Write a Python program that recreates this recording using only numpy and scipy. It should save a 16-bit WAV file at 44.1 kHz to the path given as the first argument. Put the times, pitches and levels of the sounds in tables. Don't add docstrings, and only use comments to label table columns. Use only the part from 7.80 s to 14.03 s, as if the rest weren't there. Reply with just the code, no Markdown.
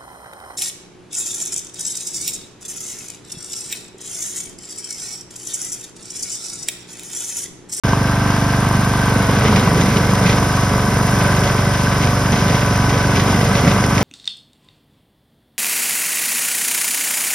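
import sys
import numpy as np
from scipy import signal
from scipy.fft import rfft, irfft, next_fast_len
from scipy.io import wavfile
from scipy.ndimage import uniform_filter1d

SR = 44100
rng = np.random.default_rng(int(sys.argv[2]) if len(sys.argv) > 2 else 0)


def inscribe(sig):
    pcm = np.round(np.clip(np.atleast_2d(sig).T, -1, 1) * 32767)
    wavfile.write(sys.argv[1], SR, pcm.astype(np.int16))


N = 274743
TIME = np.arange(N) / SR
FFT_SIZE = next_fast_len(N + 16384)
FFT_HZ = np.fft.rfftfreq(FFT_SIZE, 1 / SR)

# (time [s], rattle level [dB], rattle fade [s], thud level [dB])
CATCHES = [(1.6511, -13, 0.032, -13), (1.7605, -7, 0.0057, -18), (1.796, -13, 0.0088, -26),
           (2.011, -11.5, 0.01, -25), (2.169, -10.5, 0.0095, -30), (2.4666, -17, 0.014, -17),
           (2.495, -12.5, 0.017, -15), (3.668, -17.5, 0.015, -29), (4.272, -11, .008, -32),
           (4.525, -17, 0.024, -18), (4.7448, -14, 0.018, -14), (5.0927, -12.5, .012, -31),
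           (5.36, -11.5, 0.019, -28), (5.3977, -13, 0.0073, -15), (5.498, -19, 0.0079, -16),
           (5.612, -13, .006, -15), (5.752, -13.5, 0.018, -37), (5.847, -19, .008, -17),
           (5.8764, -11, 0.018, -14), (5.9128, -9.5, 0.0088, -14.5), (6.04, -8.5, .008, -14),
           (6.1793, -9, 0.0092, -39), (6.213, -13.5, 0.012, -19)]


def exhaust(cycle, lean, gain_db, bark_db):
    start_hz, end_hz, fall_s = 260, 81.7, 0.0062
    rise_s, fade_s = 0.0025, 0.014
    t = TIME[TIME < .12]
    hz = end_hz + (start_hz - end_hz) * np.exp(-t / fall_s)
    loudness = (1 - np.exp(-(t / rise_s) ** 2)) * np.exp(-t / fade_s)
    thud = loudness * np.sin(2 * np.pi * np.cumsum(hz) / SR)
    firings = each_cycle(cycle, 0.96, spread_db=0.35, jitter_s=.00006)
    thuds = signal.fftconvolve(firings, thud)[:N]
    bark = signal.sosfilt(signal.butter(1, [205, 290], "band", fs=SR, output="sos"), thuds)
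    return from_db(gain_db) * (thuds + lean * from_db(bark_db) * bark)


def intake(cycle, gain_db, airbox_hz, ring_s):
    gulps = each_cycle(cycle, 0.4405, spread_db=1.3, jitter_s=.00006)
    return from_db(gain_db) * ring(gulps, airbox_hz, ring_s)


def knocks(cycle, gain_db):
    # (place in the cycle [0-1], pitch [Hz], relative level [dB], ring time [s])
    strikes = [(.08, 1023, -16, 0.018), (0.129, 475, -20, 0.013), (.575, 1010, -14, 0.011),
               (.675, 1114, -23.5, 0.038), (0.651, 1510, -24, 0.018), (0.798, 1587, -24, 0.023),
               (.87, 1490, -23, 0.013), (.89, 484, -25, 0.033), (0.969, 1420, -17, 0.0034)]
    out = np.zeros(N)
    for place, hz, db, ring_s in strikes:
        clicks = each_cycle(cycle, place, spread_db=4.5, jitter_s=.00007)
        out += from_db(db) * ring(clicks, hz, ring_s)
    return from_db(gain_db) * out


def whine(cycle, lean, waver_db, wobble_rad, skew_rad):
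    # (pitch [times the firing rate, rounded below], level over the hood [dB], to its right [dB])
    tones = [(12, -34.5, -30.5), (15.97, -41.5, -43.5), (18.1, -43.5, -46.5), (19.95, -45, -46),
             (21, -49, -44), (23.94, -35.5, -49), (24.92, -40, -44.5), (27.96, -40.5, -34.5),
             (30.11, -36.5, -48.5), (31.8, -42, -37.5), (35.63, -49, -39.5), (38.07, -37.5, -38),
             (40.03, -40, -43), (42.13, -33.5, -38), (44, -40.5, -42), (47.9, -36, -39),
             (53.06, -52, -41.5), (54, -41, -42), (62.92, -36.5, -40), (63.9, -40.5, -35),
             (66.02, -38, -38.5)]
    out = np.zeros((2, N))
    for multiple, over_db, beside_db in tones:
        angle = 2 * np.pi * (round(multiple) * cycle + rng.random()) + wobble_rad * drift(25)
        level_db = over_db + lean * (beside_db - over_db) + waver_db * drift(4.01)
        side_shift = skew_rad * drift(1.4) * [[1], [-1]]
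        out += np.sqrt(2) * from_db(level_db) * np.sin(angle + side_shift)
    return out


def fan(cycle, gain_db, throb_db, flutter_db):
    # (frequency [Hz], relative level [dB])
    spectrum = [(32, -29), (70, -12.5), (225, 7), (330, -6), (700, 3), (880, -3), (1100, 4.5), (1350, 0.5),
                (1560, 2.5), (1800, -3.5), (2500, -9), (4000, -11.5), (8000, -44), (15000, -31)]
    swell_db = throb_db * np.cos(2 * np.pi * (cycle - .03))
    rush = stereo_noise() * from_db(swell_db + flutter_db * drift(200))
    return from_db(gain_db) * colour(rush, spectrum)


def clatter(cycle, gain_db, waver_db, surge_db):
    # (frequency [Hz], relative level [dB])
    spectrum = [(200, -29), (400, -1.5), (900, 0.5), (1300, -9.5), (1600, 1), (1800, -4.5), (2300, -5),
                (3500, -13.5), (8000, -38.5)]
    patterns = rng.standard_normal((2, 1800))
    repeating = [np.interp(cycle % 1, np.linspace(0, 1, len(p)), p) for p in patterns]
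    loose = rng.standard_normal((2, N))
    swell_db = surge_db * np.cos(2 * np.pi * (cycle - .92))
    taps = to_stereo(repeating + loose) * from_db(swell_db + waver_db * drift(150))
    return from_db(gain_db) * colour(taps, spectrum)


def blade_force():
    # (time [s], shaking [dB], grinding [dB])
    drag = [(0, -14, -10.5), (1.2, -12.5, -9), (1.6, -5.5, -6.5), (2.5, -8, -6), (2.65, -7.5, -5.5),
            (3.0, -7.5, -10), (3.35, -7, -7.5), (4.35, -10.5, -6.5), (4.85, -8, -6), (6.2, -6, -8)]
    # (start [s], length [s], shaking [dB], grinding [dB])
    bites = [(1.603, 0.2, -3, -5), (1.824, 0.47, -5.5, -8), (2.404, 0.16, -7, -2.5),
             (3.503, .07, -19, -4.5), (3.63, 0.04, -8, -1), (4.206, 0.053, -5, -3.5),
             (4.515, 0.26, -6, -6.5), (5.067, 0.095, -5, -13), (5.337, 0.084, -7.5, -5),
             (5.47, 0.41, -6.5, -6), (5.825, 0.045, -4.5, -1.5)]
    build_s, let_go_s = 0.0067, 0.041
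    power = from_db(over_time(drag)) ** 2
    for start, length, *force_db in bites:
        build = np.clip((TIME - start) / build_s, 0, 1)
        let_go = np.exp(-np.maximum(TIME - start - length, 0) / let_go_s)
        power += np.outer(from_db(force_db), build * let_go) ** 2
    bumps_db = np.outer((-1, 0.5), drift(per_s=14))
    return 10 * np.log10(power) + bumps_db


def blade(force_db, gain_db, width):
    # (pitch [Hz], relative level [dB], ring time [s])
    notes = [(91, -5, 0.11), (130, -5.5, 0.076), (176, 2, 0.069), (202.6, 1.7, 0.072), (252, 0, 0.034),
             (401, -1.5, 0.036), (457, -1.5, 0.047), (564, -2, 0.041), (762, -3.5, 0.026),
             (970, -18, 0.014), (1292, -5, 0.024), (2013, -5, 0.023)]
    lowest_hz = notes[0][0]
    slips = unit_power(random_clicks(1400, spread_db=0.5)) * from_db(gain_db + 0.98 * force_db)
    jolts = np.zeros(N)
    for start, _, _, thud_db in CATCHES:
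        jolts[round(start * SR)] = from_db(thud_db)
    out = np.zeros((2, N))
    for hz, db, ring_s in notes:
        force = slips * rng.standard_normal(N) + jolts * rng.uniform(0.46, 0.92, N)
        pan = width * np.sqrt(hz / lowest_hz) * rng.standard_normal(N)
        out += from_db(db) * ring(force * (1 + pan * [[1], [-1]]), hz, ring_s)
    return signal.sosfilt(signal.butter(4, 70, "high", fs=SR, output="sos"), out)


def grinding(force_db, crush_db, rattle_db, chatter_db):
    # (frequency [Hz], relative level [dB])
    spectrum = [(300, -11.5), (900, -4.5), (1500, -7), (2050, 4), (2500, -0.5), (3100, -0.5), (4200, -6.5),
                (6500, -6.5), (12000, -59)]
    burst_s, smooth_scrape = 0.0088, .5
    cracks = random_clicks(220, spread_db=0.5)
    bursts = unit_power(signal.lfilter([1], [1, -np.exp(-1 / (burst_s * SR))], cracks))
    crushing = from_db(crush_db + 0.91 * force_db) * unit_power(smooth_scrape + bursts)
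    rattle = sum(from_db(db + rattle_db) * (TIME >= start) * np.exp(-np.abs(TIME - start) / fade_s)
                 for start, db, fade_s, _ in CATCHES)
    scrape = colour(stereo_noise(), spectrum)
    return scrape * np.hypot(crushing, rattle * from_db(chatter_db * drift(260)))


def slush(force_db, wet_db, slushy_db, spatter_db):
    # (frequency [Hz], relative level [dB])
    spectrum = [(2500, -29.5), (4400, -7), (5000, 6.5), (5500, 5), (6400, 1.5), (8000, -4), (11000, -5),
                (13200, -14), (15000, -12)]
    depth = .5 + .5 * np.tanh((TIME - 1.8) / 0.24)
    level_db = wet_db + depth * (slushy_db - wet_db) + 0.12 * force_db
    drops = random_clicks(1500, spread_db=5.5) * from_db(spatter_db)
    fizz = to_stereo(rng.standard_normal((2, N)) * (1 + drops))
    return from_db(level_db) * colour(fizz, spectrum)


def valve_hiss(cycle, gain_db, exhaust_db, intake_db, fade_cycles):
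    # (frequency [Hz], relative level [dB])
    spectrum = [(2000, -20), (4500, 2), (7000, 8), (9500, 10), (11500, 4), (13200, -2), (15000, 1)]
    # (time [s], relative level [dB])
    levels = [(.2, -7), (1.05, -0.2), (2.5, -1.5), (2.95, -2.5), (3.32, 1.5), (3.56, 0.5), (3.68, -5),
              (4.04, -3), (4.25, -3), (5.25, -7), (5.5, -1.5), (6.2, -3)]
    head_db, = over_time(levels)
    exhaust_puff = from_db(exhaust_db) * np.exp(-((cycle - .14) % 1) / fade_cycles)
    intake_puff = from_db(intake_db) * np.exp(-((cycle - .44) % 1) / fade_cycles)
    flow = uniform_filter1d(1 + exhaust_puff + intake_puff, size=160)
    return from_db(gain_db + head_db) * colour(stereo_noise() * flow, spectrum)


def vent_nearness():
    # (time [s], half length [s], boost [dB])
    passes = [(1.493, 0.22, 1.5), (3.443, 0.1, 2.5)]
    return from_db(sum(db * np.exp(-((TIME - middle) / half) ** 2) for middle, half, db in passes))


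def from_db(db):
    return 10 ** (np.asarray(db) / 20)


def unit_power(x):
    return x / np.sqrt(np.mean(x ** 2) + 1e-20)


def over_time(rows):
    times, *columns = np.transpose(rows)
    return [np.interp(TIME, times, column) for column in columns]


def over_frequency(rows):
    hz, value = np.transpose(rows)
    return np.interp(np.log(FFT_HZ + 1), np.log(hz), value)


def drift(per_s):
    return unit_power(np.interp(TIME * per_s, np.arange(8192), rng.standard_normal(8192)))


def colour(x, spectrum):
    cepstrum = irfft(np.log(from_db(over_frequency(spectrum))), FFT_SIZE)
    cepstrum[1:] *= 2 * (np.arange(1, FFT_SIZE) < FFT_SIZE // 2)
    response = np.exp(rfft(cepstrum))
    return unit_power(irfft(rfft(x, FFT_SIZE) * response, FFT_SIZE)[..., :N])


def ring(clicks, hz, ring_s):
    decay = from_db(-60 / (ring_s * SR))
    step = 2 * np.pi * hz / SR
    return signal.lfilter([0, np.sin(step)], [1, -2 * decay * np.cos(step), decay ** 2], clicks + 1e-18)


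def to_stereo(pair):
    # (frequency [Hz], likeness [0-1])
    likeness = [(100, .97), (400, .88), (650, .75), (1200, .9), (1560, .85), (2000, .97), (2500, .62),
                (4000, .66), (4600, .5), (5000, .86), (5400, .92), (6200, .8), (7500, .95), (9300, .76),
                (11000, .9), (12700, .62), (14200, .97)]
    alike = np.clip(over_frequency(likeness), 0, 1)
    shared, apart = rfft(pair, FFT_SIZE)
    sides = np.sqrt(1 + alike) * shared + np.sqrt(1 - alike) * apart * [[1], [-1]]
    return irfft(sides, FFT_SIZE)[:, :N]


def stereo_noise():
    return to_stereo(rng.standard_normal((2, N)))


def each_cycle(cycle, place, spread_db, jitter_s):
    on_time = np.flatnonzero(np.diff(np.floor(cycle - place)) > 0)
    strength, slip = rng.standard_normal((256, 2))[:len(on_time)].T
    samples = on_time + np.round(slip * jitter_s * SR).astype(int)
    clicks = np.zeros(N)
    clicks[np.clip(samples, 0, N - 1)] = from_db(spread_db * strength)
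    return clicks


def random_clicks(per_s, spread_db):
    return (rng.random(N) < per_s / SR) * from_db(spread_db * np.minimum(rng.exponential(1, N), 4))


def scene():
    # (time [s], speed [turns per minute])
    speeds = [(0.0, 2881), (0.3, 2920), (0.75, 2947), (1.25, 2901), (1.45, 2810), (1.75, 2827), (2.1, 2889),
              (2.7, 2867), (3.3, 2882), (3.8, 2901), (4.35, 2866), (4.6, 2899), (5.0, 2841), (5.35, 2854),
              (5.6, 2882), (6.23, 2888)]
    # (time [s], lean to the right of the hood [0-1])
    leans = [(0, 1), (.9, 0.87), (1.3, 0.6), (3.0, 0.01), (6.2, 0.2)]
    rpm, = over_time(speeds)
    lean, = over_time(leans)
    cycle = .87 + np.cumsum(rpm / 60 / 2) / SR
    thuds = exhaust(cycle, lean, gain_db=-5, bark_db=-5)
    gulps = intake(cycle, gain_db=-6.5, airbox_hz=65, ring_s=0.03)
    hood = whine(cycle, lean, waver_db=1.5, wobble_rad=0.27, skew_rad=0.022)
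    hood += knocks(cycle, gain_db=-2)
    hood += clatter(cycle, gain_db=-31.5, waver_db=2, surge_db=0.5)
    hood += fan(cycle, gain_db=-25.5, throb_db=0.6, flutter_db=1)
    valves = valve_hiss(cycle, gain_db=-34.5, exhaust_db=-2, intake_db=10, fade_cycles=0.12)
    engine = thuds + gulps + valves + vent_nearness() * hood
    shake_db, grind_db = blade_force()
    steel = blade(shake_db, gain_db=-43, width=0.0065)
    grit = grinding(grind_db, crush_db=-25, rattle_db=-8, chatter_db=1)
    fizz = slush(grind_db, wet_db=-32, slushy_db=-30, spatter_db=-2.5)
    return engine + steel + grit + fizz


def record(dry):
    # (frequency [Hz], lead [radians])
    leads = [(2000, 0), (2800, 1.4), (4200, .9), (4900, -.2), (5500, .5), (7000, 3), (8200, 3.25),
             (10400, 6.2), (12000, 6.5), (13200, 9.3), (16000, 9.5)]
    # (frequency [Hz], left minus right [dB])
    balance = [(50, 0.2), (170, -0.8), (400, -1.1), (660, -2.3), (1050, 0.8), (1900, -0.4), (2500, -1.9),
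               (3500, 0.7), (4600, -1), (5000, 0.3), (8000, 0)]
    bass_cut_hz, top_cut_hz, silent_start_s = 36, 15750, .036
    side = np.array([[.5], [-.5]])
    openings = np.exp(1j * side * over_frequency(leads)) * from_db(side * over_frequency(balance))
    bass_cut = 1 / (1 + (bass_cut_hz / (FFT_HZ + 1)) ** 8)
    heard = irfft(rfft(dry, FFT_SIZE) * openings * bass_cut, FFT_SIZE)[:, :N]
    clipped = np.clip(heard, -.92, .92) * (TIME > silent_start_s)
    return signal.sosfilt(signal.ellip(10, .2, 80, top_cut_hz, fs=SR, output="sos"), clipped)


dry = scene()
out = record(dry)
inscribe(out)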